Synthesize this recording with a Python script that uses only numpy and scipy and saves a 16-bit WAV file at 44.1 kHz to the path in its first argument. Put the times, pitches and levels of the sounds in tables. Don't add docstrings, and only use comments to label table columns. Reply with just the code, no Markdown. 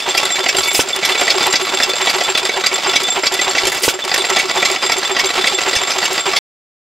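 import sys
import numpy as np
from scipy import signal
from scipy.fft import rfft, irfft
from scipy.io import wavfile
from scipy.ndimage import uniform_filter1d

SR = 44100
rng = np.random.default_rng(int(sys.argv[2]) if len(sys.argv) > 2 else 0)


def magnitude_from_level(level_db):
    exponent = np.asarray(level_db, float) / 20
    return 10 ** exponent


def int16_out(signal):
    q = np.round(np.clip(np.atleast_2d(signal).T, -1, 1) * 32767)
    wavfile.write(sys.argv[1], SR, q.astype(np.int16))


N = 307597
HZ = np.fft.rfftfreq(N, 1 / SR)


def evened(x):
    return x / np.sqrt(np.mean(x ** 2) + 1e-20)


def read(points):
    hz, value = np.transpose(points)
    return np.interp(np.log(HZ + 1), np.log(hz + 1), value)


def colour(x, gain):
    return irfft(rfft(x) * gain / np.sqrt(np.mean(abs(gain) ** 2)), N)


def add(mix, s, sound):
    part = mix[..., round(s * SR):][..., :sound.shape[-1]]
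    part += sound[..., :part.shape[-1]]


def dying_tone(t, hz, fall_s, phase=0):
    return np.sin(2 * np.pi * hz * t + phase) * np.exp(-t / fall_s)


def resonate(x, hz, width):
    r = np.exp(-np.pi * width / SR)
    return 2 * signal.lfilter([1 - r], [1, -r * np.exp(2j * np.pi * hz / SR)], x).real


def excite(x, modes):
    return sum(magnitude_from_level(db) * resonate(x, hz, width) for hz, width, db in modes)


def ticks(per_s, spread_db):
    size = magnitude_from_level(spread_db * np.minimum(rng.exponential(1, N), 4)) * rng.choice([-1, 1], N)
    return evened(size * (rng.random(N) < per_s / SR))


# time in seconds, length in seconds, level in dB.
GUSTS = [
    (0.612, 0.09, 17.5),
    (3.71, 0.085, 18.5),
]
# time in seconds, peak in dB.
PUFFS = [
    (0.586, -21),
    (3.68, -25),
    (5.7652, -13),
]


def draught():
    t = np.arange(SR // 10) / SR
    lumps = evened(uniform_filter1d(rng.standard_normal((2, N)), 1500))
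    buffet = rng.standard_normal((2, N)) * magnitude_from_level(5.0 * lumps)
    for s, length, db in GUSTS:
        buffet = buffet * magnitude_from_level(db * np.exp(-((np.arange(N) / SR - s) / length) ** 2))
    rumble = (HZ / (HZ + 25)) ** 2 / (1 + (HZ / 90) ** 2)
    out = magnitude_from_level([[-52.5], [-50.5]]) * evened(colour(buffet, rumble))
    for s, db in PUFFS:
        add(out, s, -magnitude_from_level(db) * dying_tone(t, 90, 0.0032) * np.ones((2, 1)))
    return out


# pitch in Hz, width in Hz, level in dB.
FRAME = [(763, 340, -3), (1127, 12, 1.5), (1344, 53, 2.5), (2000, 61, 1.5), (2252, 29, 6.5),
         (2690, 35, -0.5), (3352, 8.2, -5.5), (3945, 65, -2.5), (4835, 415, 1), (5230, 36, -2),
         (6150, 70, -4)]


def frame(x, ring_db):
    return x + magnitude_from_level(ring_db) * excite(x, FRAME)


# pitch in Hz, width in Hz, level in dB.
SMALL_PARTS = [(8410, 240, 9.5), (9390, 100, 8), (10700, 84, 4.5), (11530, 100, 11.5), (12900, 120, 2),
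               (15300, 330, 3)]
ROD_HZ, ROD_T60_S = 3507, 0.14
LATCH_HZ, LATCH_T60_S = 7420, 0.12
# time in seconds, level in dB.
CHATTER = [(0, -19), (.45, -21), (.6, -21.5), (.85, -24), (1.05, -19.5), (1.2, -17), (2.9, -20), (3.7, -19),
           (3.95, -25.5), (4.12, -19.5), (4.27, -18), (5.7, -19), (6.39, -18.5)]
# frequency in Hz, level in dB per Hz.
GEARS = [(59, -48.5), (100, -21), (294, -10.5), (370, -7.5), (448, -6), (1620, -7), (3470, -4.5),
         (5890, -13), (7590, -12.5), (8090, -20), (14000, -36), (15400, -33)]


def chatter():
    s, db = np.transpose(CHATTER)
    rattle = signal.lfilter([1], [1, -np.exp(-1 / (0.0051 * SR))], abs(ticks(110, 1.2)))
    drive = evened(ticks(3000, 2.0) + 0.7 * rng.standard_normal(N))
    drive = drive * (.42 + rattle / rattle.std() * .38)
    body = frame(colour(drive, magnitude_from_level(read(GEARS))), 0.66)
    body += 0.077 * excite(drive, SMALL_PARTS)
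    body += 9.2 * resonate(drive, ROD_HZ, 18) + 4.3 * resonate(drive, LATCH_HZ, 45)
    body += 3.5 * resonate(drive, 1124, 7.5) + 3.6 * resonate(drive, 1341, 9.9)
    return evened(body) * magnitude_from_level(np.interp(np.arange(N) / SR, s, db) + 1.13)


# time in seconds, hoot in dB, chuff in dB.
STROKES = [(0.088, -19.5, -18.5), (0.253, -21.5, -29), (0.411, -19, -19), (0.993, -21, -22.5),
           (1.116, -19.5, -18), (1.235, -20.5, -16), (1.369, -14.5, -20), (1.492, -16.5, -15),
           (1.628, -17, -24), (1.745, -17, -19), (1.894, -18, -24.5), (2.03, -19.5, -17.5),
           (2.167, -16.5, -17), (2.307, -18, -15.5), (2.445, -18, -22.5), (2.59, -18.5, -17.5),
           (2.737, -20, -24), (2.887, -16.5, -16), (3.034, -21, -26), (3.189, -18, -15), (3.34, -19, -20),
           (3.494, -20, -16.5), (3.965, -27, -32), (4.068, -22, -24), (4.206, -19, -23), (4.325, -16, -16),
           (4.458, -18.5, -24), (4.585, -18, -14.5), (4.719, -18, -22.5), (4.853, -18, -17.5),
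           (4.986, -17.5, -23.5), (5.124, -17.5, -17), (5.259, -17, -20.5), (5.401, -17, -17),
           (5.544, -18, -23.5), (5.686, -18.5, -15), (5.832, -21.5, -23), (5.985, -20, -19),
           (6.128, -19.5, -22), (6.288, -16, -15)]
# seconds from the thump, hoot in dB, chuff in dB.
GULPS = [
    (-0.236, -20.5, -27),
    (-0.202, -17, -26.5),
    (-0.128, -27, -32),
    (-0.046, -23.5, -35.5),
    (0.072, -24.5, -28.5),
]


def hoot_list():
    gulps = [(thump_s + s, db, chuff_db) for _, _, thump_s, _ in FIRINGS for s, db, chuff_db in GULPS]
    return [*STROKES, *gulps]


def hoots():
    tone, chuff, t = np.zeros((2, N)), np.zeros(N), np.arange(SR // 8) / SR
    swell = (t / 0.022 * np.exp(1 - t / 0.022)) ** 4.0
    turns = np.cumsum(376 * (1 + .45 * np.exp(-t / 0.0053))) / SR
    side_lead = np.array([[.45], [-.45]])
    for s, db, chuff_db in hoot_list():
        hoot = swell * np.sin(2 * np.pi * (turns + rng.random()) + side_lead)
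        add(tone, s - .024, magnitude_from_level(db + 3.0) * hoot)
        add(chuff, s - .04, magnitude_from_level(chuff_db + 2.0) * swell)
        add(tone, s - .026, magnitude_from_level(db - 4.5) * dying_tone(t, 390, 0.012))
        add(tone, s - .022, magnitude_from_level(chuff_db - 15.0) * dying_tone(t, 110, 0.0045))
    flutter = evened(uniform_filter1d(rng.standard_normal(N), size=400))
    tone = tone * (1 + 0.15 * flutter)
    low_breath = HZ / 800 / (1 + ((HZ - 800) / 300) ** 2)
    high_breath = 0.35 * HZ / 2400 / (1 + ((HZ - 2400) / 900) ** 4)
    air = colour(rng.standard_normal(N), low_breath + high_breath)
    return tone * magnitude_from_level([[-.6], [.6]]), evened(air) * chuff


# time in seconds, big end knock in dB,
# delay of the cam in ms, cam blow in dB, big end knock a turn later in dB.
CYCLES = [(-0.16, -9, 30, -5, -9), (0.148, -4, 27.5, 1, -4), (0.4613, -3, 28.7, 1, -9),
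          (0.78, -17, 18, 1, -9), (1.0263, -5, 24.4, 0.5, -4), (1.279, -0.5, 24.5, 1, -2),
          (1.5365, -1, 20.7, -0.5, -7.5), (1.8006, -1.5, 32, -1, -5), (2.0715, -1, 27, -1.5, -3),
          (2.3511, -1, 25, -1, -4.5), (2.638, -3.5, 27, 0, -9.5), (2.935, -3, 25.4, 1.5, -4.5),
          (3.2344, -3.5, 34, 0, -1.5), (3.55, -1.5, 31, -1.5, -9), (3.869, -20.5, 15.3, 0, -10.5),
          (4.1154, -5, 25, -2.5, -5.5), (4.368, -0.5, 29, 0.5, -8.5), (4.627, -1, 26.6, 0.5, -3.5),
          (4.896, -2, 24.3, -1, -6), (5.1654, -3, 29.3, 0.5, -6), (5.442, -2.5, 31.3, 1.5, -6.5),
          (5.731, -4, 29.4, 0.5, -12), (6.0276, -4, 28, 0, -5), (6.3337, -3.5, 31.5, 1, -9)]


def coasting():
    cycles = []
    for row, after in zip(CYCLES, CYCLES[1:]):
        fires = any(0 < thump_s - after[0] < .03 for _, _, thump_s, _ in FIRINGS)
        if not fires:
            cycles.append((row[0], after[0] - row[0], row))
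    return cycles


def big_end_knocks():
    second_turn = 0.496
    again = [(s + second_turn * length, row[-1]) for s, length, row in coasting()[1:]]
    return [(s, db) for s, db, *_ in CYCLES[1:]], again


def cam_blows():
    return [(s + ms / 1000, db) for s, _, ms, db, _ in CYCLES[1:]]


def ring(events, mode_hz, t60, beat_hz):
    out, t = np.zeros(N), np.arange(SR // 4) / SR
    luck = rng.random((len(events), 2))
    grit = np.diff(uniform_filter1d(rng.standard_normal((len(events), len(t) + 1)), size=3))
    for (s, db), (a, b), noise in zip(events, luck, grit):
        hz = mode_hz + (b - .5) * beat_hz
        pair = np.sin(2 * np.pi * (hz * t + a)) + .5 * np.sin(2 * np.pi * ((hz + beat_hz) * t + b))
        tone = magnitude_from_level(-60 * t / t60) * pair * np.minimum(t / 0.0024, 1)
        tick = 0.58 * noise * np.exp(-t / 0.0014)
        add(out, s - .002, magnitude_from_level(db + 0.5) * (tone + tick))
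    return out


# time in seconds, peak in dB.
ROD = [(0.3232, -9), (0.655, -12), (0.69, -12.5), (0.7477, -20), (0.9323, -9), (1.118, -10), (1.262, -14),
       (1.4316, -17), (1.8262, -9.5), (2.066, -18), (2.2393, -6.5), (2.3526, -13), (2.4523, -15.5),
       (3.04, -8.5), (3.075, -16.5), (3.105, -9), (3.3273, -16), (3.4131, -15), (4.022, -17), (4.2088, -13),
       (4.5116, -16), (4.79, -19), (4.8638, -18), (5.055, -14.5), (5.115, -18.5), (5.27, -15.5),
       (5.468, -10.5), (5.55, -10), (5.7533, -14), (5.907, -14),
       (0.0184, -21), (0.1077, -15), (0.2962, -18.5), (0.4105, -18.5), (0.5681, -16), (1.038, -16),
               (1.1777, -17.5), (1.7489, -22), (1.8986, -15), (1.956, -16), (2.5092, -23.5), (2.5371, -17),
               (2.7447, -14.5), (2.8953, -14), (2.9492, -16.5), (3.4545, -18), (3.6346, -15.5),
               (4.597, -18.5), (4.7207, -21), (4.9711, -19), (5.4181, -17.5), (5.6885, -18.5),
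               (5.8396, -16), (6.2013, -17.5)]
LATCH = [(0.0887, -12.5), (0.3227, -7.5), (0.4843, -11), (0.5681, -10.5), (0.6843, -13.5), (1.1812, -14),
         (1.4301, -15), (1.5085, -14), (1.7484, -15), (1.8248, -18), (2.0188, -14.5), (2.2373, -15.5),
         (2.7427, -9), (2.8739, -12), (3.1043, -8), (3.4126, -9), (3.496, -12), (4.3281, -15.5),
         (4.7137, -12.5), (4.8464, -20.5), (4.9137, -13.5), (4.9731, -14.5), (5.2624, -12), (5.5473, -12),
         (5.6825, -14), (5.8167, -12.5), (6.04, -16.5), (5.875, -14.5), (6.2063, -15), (6.3599, -18.5),
         (0.2553, -19.5), (0.3035, -13), (0.7297, -15.5), (0.7532, -12.5), (0.888, -16.5),
                 (1.2353, -14), (1.3625, -16), (1.5562, -18.5), (1.6297, -20), (1.9568, -14.5),
                 (2.157, -21), (2.2932, -13), (2.4488, -18), (2.5855, -21), (2.6628, -15.5), (3.039, -18),
                 (3.0766, -19.5), (3.1346, -17), (3.226, -18), (3.258, -17.5), (3.3278, -17),
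                 (3.9434, -19.5), (4.1335, -21.5), (4.2567, -14.5), (4.6503, -16), (4.8633, -13),
                 (5.0538, -20.5), (5.112, -15.5), (5.6115, -18.5), (5.9848, -17.5), (6.137, -26),
                 (6.2801, -21)]


def rod_and_latch():
    rod = [*ROD, *[(s, db - 21.5) for s, db in cam_blows()]]
    latch = LATCH
    return ring(rod, ROD_HZ, ROD_T60_S, 19) + ring(latch, LATCH_HZ, LATCH_T60_S, 44.2)


def clonks(rows, modes, rise_s, wander_hz):
    out, t = np.zeros(N), np.arange(SR // 10) / SR
    hz, mode_db, t60 = np.transpose(modes)[..., None]
    for (s, db), luck in zip(rows, rng.standard_normal((len(rows), 2, len(modes), 1))):
        fall = np.minimum(t / rise_s, 1) * magnitude_from_level(db + mode_db + 3.0 * luck[0] - 60 * t / t60)
        tones = np.sin(2 * np.pi * (hz + wander_hz * luck[1]) * t)
        add(out, s, np.sum(fall * tones, axis=0))
    return out


# time in seconds, peak in dB.
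SNAPS = [(0.1805, -15), (0.2518, -15), (0.3217, -24), (0.4853, -18), (0.5671, -16), (0.6814, -16.5),
         (0.7352, -10), (0.9612, -23), (1.056, -16), (1.2106, -17), (1.4296, -23), (1.4671, -19),
         (1.5279, -19), (1.6242, -17.5), (1.6581, -22), (1.8208, -20), (1.8337, -16), (1.8911, -17),
         (2.0592, -22), (2.165, -18), (2.2368, -21), (2.6693, -18), (2.7352, -19), (3.033, -13),
         (3.269, -21), (3.3218, -23.5), (3.3403, -9), (3.6531, -19.5), (3.6691, -15), (3.8227, -10),
         (3.8337, -8), (4.0492, -23), (4.1435, -15), (4.1774, -17), (4.2996, -17), (4.3869, -17),
         (4.6563, -18), (4.7152, -17), (4.9831, -18), (5.2574, -15), (5.4655, -20), (5.7538, -18),
         (6.0516, -18), (6.13, -12), (6.3659, -19)]
# pitch in Hz, level in dB, t60 in seconds.
SPRINGS = [(9300, -0.5, .05), (10700, -4, .04), (11360, -1.5, .05), (12900, -6, .03), (15150, -7.5, .03)]


def springs():
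    return magnitude_from_level(-10.0) * clonks(SNAPS, SPRINGS, .0004, 60)


# pitch in Hz, level in dB, t60 in seconds.
BEARING = [(204.4, -25, 0.049), (717, -15, 0.082), (1332, -17.5, 0.045), (1970, -7.5, 0.058),
           (2252, -15.5, 0.054), (2530, -12.5, 0.047)]


def bearing_caps():
    first, again = big_end_knocks()
    return clonks(first, BEARING, 0.0023, 21) + clonks(again, BEARING, 0.0041, 18)


# pitch in Hz, level in dB, t60 in seconds.
HOUSING = [(2286, -19, 0.068), (2650, -25, .09), (3330, -16.5, 0.05), (4700, -24, .06), (5270, -15, 0.044),
           (6140, -22, .06)]


def cam_housing():
    bounces = [(s + .008, db + 0.5) for s, db in cam_blows()]
    return clonks(cam_blows() + bounces, HOUSING, .002, 30)


# time in seconds, peak in dB, pitch in Hz.
CRACKS = [(0.149, -2, 2010), (0.18, 1, 5100), (0.304, -3, 1980), (0.461, -3, 2010), (0.494, 1.5, 3370),
          (0.567, -1, 3520), (0.747, -2, 3580), (0.792, -2.5, 2830), (0.961, -5, 2860), (1.048, -1, 2250),
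          (1.279, 0, 1950), (1.408, -2, 1970), (1.524, -5, 4680), (1.537, 0.5, 2500), (1.8, -1, 4230),
          (2.212, -3, 1970), (2.237, -4, 3550), (2.352, 0, 3490), (2.661, 0.5, 1990), (2.932, -3, 2250),
          (2.964, 0, 3300), (3.236, -4, 1990), (3.267, 0, 3320), (3.392, -3, 1970), (3.549, -2, 2000),
          (3.634, -2, 2960), (3.719, -5, 4510), (4.142, 0, 3520), (4.626, -3, 1980), (4.76, -4, 2000),
          (4.966, -4, 3510), (5.188, 0, 1990), (5.471, 1.5, 3330), (5.731, -1, 4610), (5.754, 1, 3480),
          (5.879, -6, 1950), (6.027, -4, 2000), (6.179, -5, 2000), (6.335, -2.5, 1963), (6.367, 0.5, 3285)]


def cracks():
    out, t = np.zeros(N), np.arange(SR // 40) / SR
    grit = rng.standard_normal((len(CRACKS), len(t)))
    for (s, db, hz), noise in zip(CRACKS, grit):
        tick = 0.34 * uniform_filter1d(noise, size=3) * np.exp(-t / .0016)
        tick = tick + .7 * dying_tone(t, hz, .003)
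        add(out, s, magnitude_from_level(db - 5.0) * np.minimum(t / .0006, 1) * tick)
    return out


# time in seconds, peak in dB, rattle length in ms.
TAPPET = [(0.002, -4, 4.6), (0.115, -9, 6.1), (0.2544, 1, 3), (0.3244, -16, 11), (0.357, -5, 19),
          (0.678, -5.5, 12), (1.09, -4.5, 28), (1.507, -15.5, 7.3), (1.526, -2.5, 5.1), (2.147, -3.5, 3.5),
          (2.2368, -15, 8.3), (2.4523, -2, 2.9), (3.037, -6, 2.6), (3.321, -5, 9.9), (3.416, -2, 3.9),
          (3.5079, -6.5, 17), (4.178, -6, 29), (4.8636, -11, 15), (4.968, -2.5, 3.4), (5.545, -7.5, 3.6),
          (5.835, -2.5, 3.1), (5.9062, -7, 22), (6.11, -13.5, 10.6)]
# time in seconds, peak in dB.
SLACK = [(0.0775, -8), (1.213, -5), (2.5384, -12.5), (2.715, -11.5), (2.845, -8.5), (4.8292, -8.5),
         (5.149, -9.5), (5.3605, -13), (5.3798, -5.5), (5.5227, -13.5), (5.8106, -10)]
# seconds from the thump, peak in dB,
# weight in dB, sharpness in dB, rattle length in ms.
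TRIP = [(-0.2445, -2.5, -10.5, -24.5, 5.5), (-0.2252, -5, -16.5, -10, 9), (-0.209, -2, -11.5, -5.5, 10),
        (-0.161, -8, -15, -8.5, 24), (-0.0615, -16.5, -18.5, -4, 6), (-0.045, -2, -15, -11, 13),
        (0.016, -11.5, -20, -4, 10), (0.1697, -10, -11.5, -7.5, 5)]
# time in seconds, peak in dB.
PINS = [(0.18, -11.5), (0.2518, -17.5), (0.4094, -30.5), (0.8884, -22), (0.9612, -17.5), (1.056, -14.5),
        (1.2106, -13.5), (1.4296, -22.5), (1.4671, -10.5), (1.5279, -13), (1.834, -14), (2.0592, -17.5),
        (2.2368, -21), (2.6698, -16.5), (3.033, -14), (3.34, -9.5), (3.6536, -15.5), (4.049, -22),
        (4.1435, -13.5), (4.1774, -17), (4.2632, -26), (4.3004, -12), (4.3894, -12), (4.558, -16),
        (4.7152, -14), (4.8628, -28), (4.9834, -15), (5.2574, -14), (5.7538, -17), (6.129, -13)]
# time in seconds, peak in dB.
RATTLES = [(0.022, -12.5), (0.39, -4), (0.437, -17), (0.531, -18.5), (0.71, -14), (0.89, -14.5),
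           (1.257, -9.5), (1.38, -5.5), (1.609, -12.5), (2.061, -8.5), (2.43, -8.5), (2.573, -5.5),
           (2.61, -10.5), (2.9, -10.5), (3.016, -12), (3.259, -5.5), (3.48, -5), (3.757, -12.5),
           (3.775, -10.5), (3.784, -11), (3.867, -8.5), (3.939, -11), (4.249, -7), (4.332, -6.5),
           (4.35, -6.5), (4.439, -10), (4.482, -12.5), (4.7, -9), (4.722, -7), (4.731, -9.5), (4.819, -11),
           (4.993, -7), (5.245, -5), (5.419, -7.5), (5.615, -6), (5.695, -4), (5.882, -12), (5.919, -8.5),
           (5.984, -6.5), (6.005, -11), (6.208, -7), (6.312, -12)]


def knock_list():
    first, again = big_end_knocks()
    rows = [(s, db, -12.5, -22, 12.7) for s, db in first]
    rows += [(s, db, -11, -19.5, 7.8) for s, db in again]
    rows += [(s, db, -18.5, -12.5, ms) for s, db, ms in TAPPET]
    rows += [(s, db, -10, -19.5, 21.5) for s, db in SLACK]
    rows += [(thump_s + s, *blow) for _, _, thump_s, _ in FIRINGS for s, *blow in TRIP]
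    rows += [(s, db, -12, 3.1, 2.9) for s, db in PINS]
    rows += [(s, db, -16.5, -15, 4.1) for s, db in RATTLES]
    cams = [(s, db, -22.5, -13.5, 9.8, 0.0054) for s, db in cam_blows()]
    return [(*row, 0.0016) for row in rows] + cams


# frequency in Hz, level in dB per Hz.
IRON = [(18, -62.5), (30, -33.5), (277, -9.5), (370, -2.5), (444, -9), (1370, -12), (1520, -9.5),
        (3410, -6), (6740, -14), (7480, -14), (8090, -24), (15600, -37)]


def knocks(rows):
    out, t, hz = np.zeros(N), np.arange(2560) / SR, np.fft.rfftfreq(2560, 1 / SR)
    drive = evened(ticks(3000, 3.0) + 0.6 * rng.standard_normal(N))
    low, high = 1 / (1 + (hz / 1500) ** 6), 1 / (1 + (6000 / (hz + 1)) ** 8)
    iron = np.interp(hz, HZ, magnitude_from_level(read(IRON)))
    spots = rng.random((len(rows), 2, 20))
    for (s, db, weight_db, sharp_db, ms, slack_s), (place, share) in zip(rows, spots):
        rise = slack_s * magnitude_from_level(1.3 * db) + 0.0017
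        fall = np.exp(-np.maximum(t - rise, 0) * 1000 / np.clip(ms, 2, 30))
        shape = np.minimum(t / rise, 1) ** 1.27 * fall
        mode_hz = 500 * 26 ** place[:, None]
        peaks = share[:, None] / (1 + 2j * (hz - mode_hz) / (60 + 0.032 * mode_hz))
        modes = 0.45 + 1.9 * np.sum(peaks, axis=0)
        phase = modes / abs(modes)
        bands = [evened(band * iron * abs(modes)) * phase for band in (low, 1 - low - high, high)]
        gain = magnitude_from_level([db + weight_db - 6.0, db - 12.5, db + sharp_db - 8.5]) @ bands
        start = max(s - 0.8 * rise, 0)
        impacts = shape * drive[round(start * SR):][:len(t)]
        add(out, start, irfft(rfft(impacts) * gain))
        add(out, s, magnitude_from_level(db + weight_db - 21.0) * dying_tone(t, 190, .003))
    body = frame(out, 4.5) + excite(out, SMALL_PARTS)
    return body + 1.0 * resonate(out, ROD_HZ, 22) + 3.3 * resonate(out, LATCH_HZ, 40)


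# exhaust opens in seconds, hiss in dB, thump in seconds, thump in dB.
FIRINGS = [
    (0.727, -11, .7927, 3.5),
    (3.815, -11, 3.8797, 3.5),
]
# frequency in Hz, level in dB per Hz.
JET = [(120, -45), (200, -14.5), (497, -12), (1330, -18.5), (2220, -11), (2470, 3), (4680, -8.5),
       (5710, -2.5), (8000, 0), (15600, -11)]


def firings():
    out, jet = np.zeros(N), colour(rng.standard_normal(N), magnitude_from_level(read(JET)))
    ragged = 1 + np.sin(np.arange(N) / 180.0)
    for s, length, _ in GUSTS:
        out += magnitude_from_level(-30.0) * jet * np.exp(-((np.arange(N) / SR - s - .03) / length) ** 2) * ragged
    t = np.arange(SR // 5) / SR
    for s, db, thump_s, thump_db in FIRINGS:
        blow = np.minimum(t / 0.022, 1) ** 3 * (.5 + np.exp(-t / 0.02)) / (1 + (t / 0.09) ** 8)
        blow = blow * (1 - .6 * np.exp(-((t + s - thump_s - .003) / .004) ** 2))
        add(out, s, magnitude_from_level(db) * blow * jet[round(s * SR):][:len(t)])
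        front = dying_tone(t, 480, 0.0021) * np.minimum(t / 0.00052, 1)
        add(out, thump_s, magnitude_from_level(thump_db) * front)
        edge = dying_tone(t, 900, 0.0019, -0.8) * np.minimum(t / 0.00039, 1)
        add(out, thump_s, magnitude_from_level(thump_db - 4.0) * edge)
        add(out, thump_s + .004, magnitude_from_level(thump_db - 6) * dying_tone(t, 2550, 0.0037) * t / 0.0043)
        add(out, thump_s + 0.0044, magnitude_from_level(thump_db - 10) * dying_tone(t, 1500, .003) * t / .003)
        add(out, thump_s, -magnitude_from_level(thump_db - 23.5) * dying_tone(t, 75, .007))
        add(out, thump_s + 0.0018, magnitude_from_level(thump_db - 13.5) * dying_tone(t, 260, 0.0041))
    return out


# frequency in Hz, likeness from 0 to 1.
SAME = [(60, 0.73), (130, 0.93), (300, 0.89), (950, 0.86), (3770, 0.93), (15000, 0.97)]
# frequency in Hz, left over right in dB.
LEAN = [(100, -3.5), (1000, -2), (2300, -2.5), (3500, -0.5), (12000, -0.5)]


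def ports(x):
    t = np.arange(SR // 10) / SR
    scatter = rng.standard_normal(len(t)) * np.exp(-t / 0.019)
    scatter = rfft(scatter / np.linalg.norm(scatter), N)
    apart = np.sqrt((1 - np.clip(read(SAME), 0, 1)) / 2) * scatter
    lean = magnitude_from_level(read(LEAN) / 2)
    return irfft(rfft(x) * np.array([(1 + apart) * lean, (1 - apart) / lean]), N)


def scene():
    hoot, chuff = hoots()
    iron = knocks(knock_list()) + bearing_caps() + cam_housing()
    engine = ports(chatter() + chuff + rod_and_latch() + iron + firings())
    return draught() + hoot + springs() + cracks() + engine


def band_limit(x):
    return signal.sosfilt(signal.butter(12, 15710, fs=SR, output="sos"), x)


def record(dry):
    t, stop_s = np.arange(N) / SR, 6.3885
    fade = np.where(t < stop_s, 1, magnitude_from_level(-62 - 5000 * (t - stop_s)))
    rounded = 1.044 * np.tanh(dry / 1.327)
    edged = irfft(rfft(rounded) * (HZ < 15750), N)
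    return band_limit(edged * fade)


dry = scene()
out = record(dry)
int16_out(out)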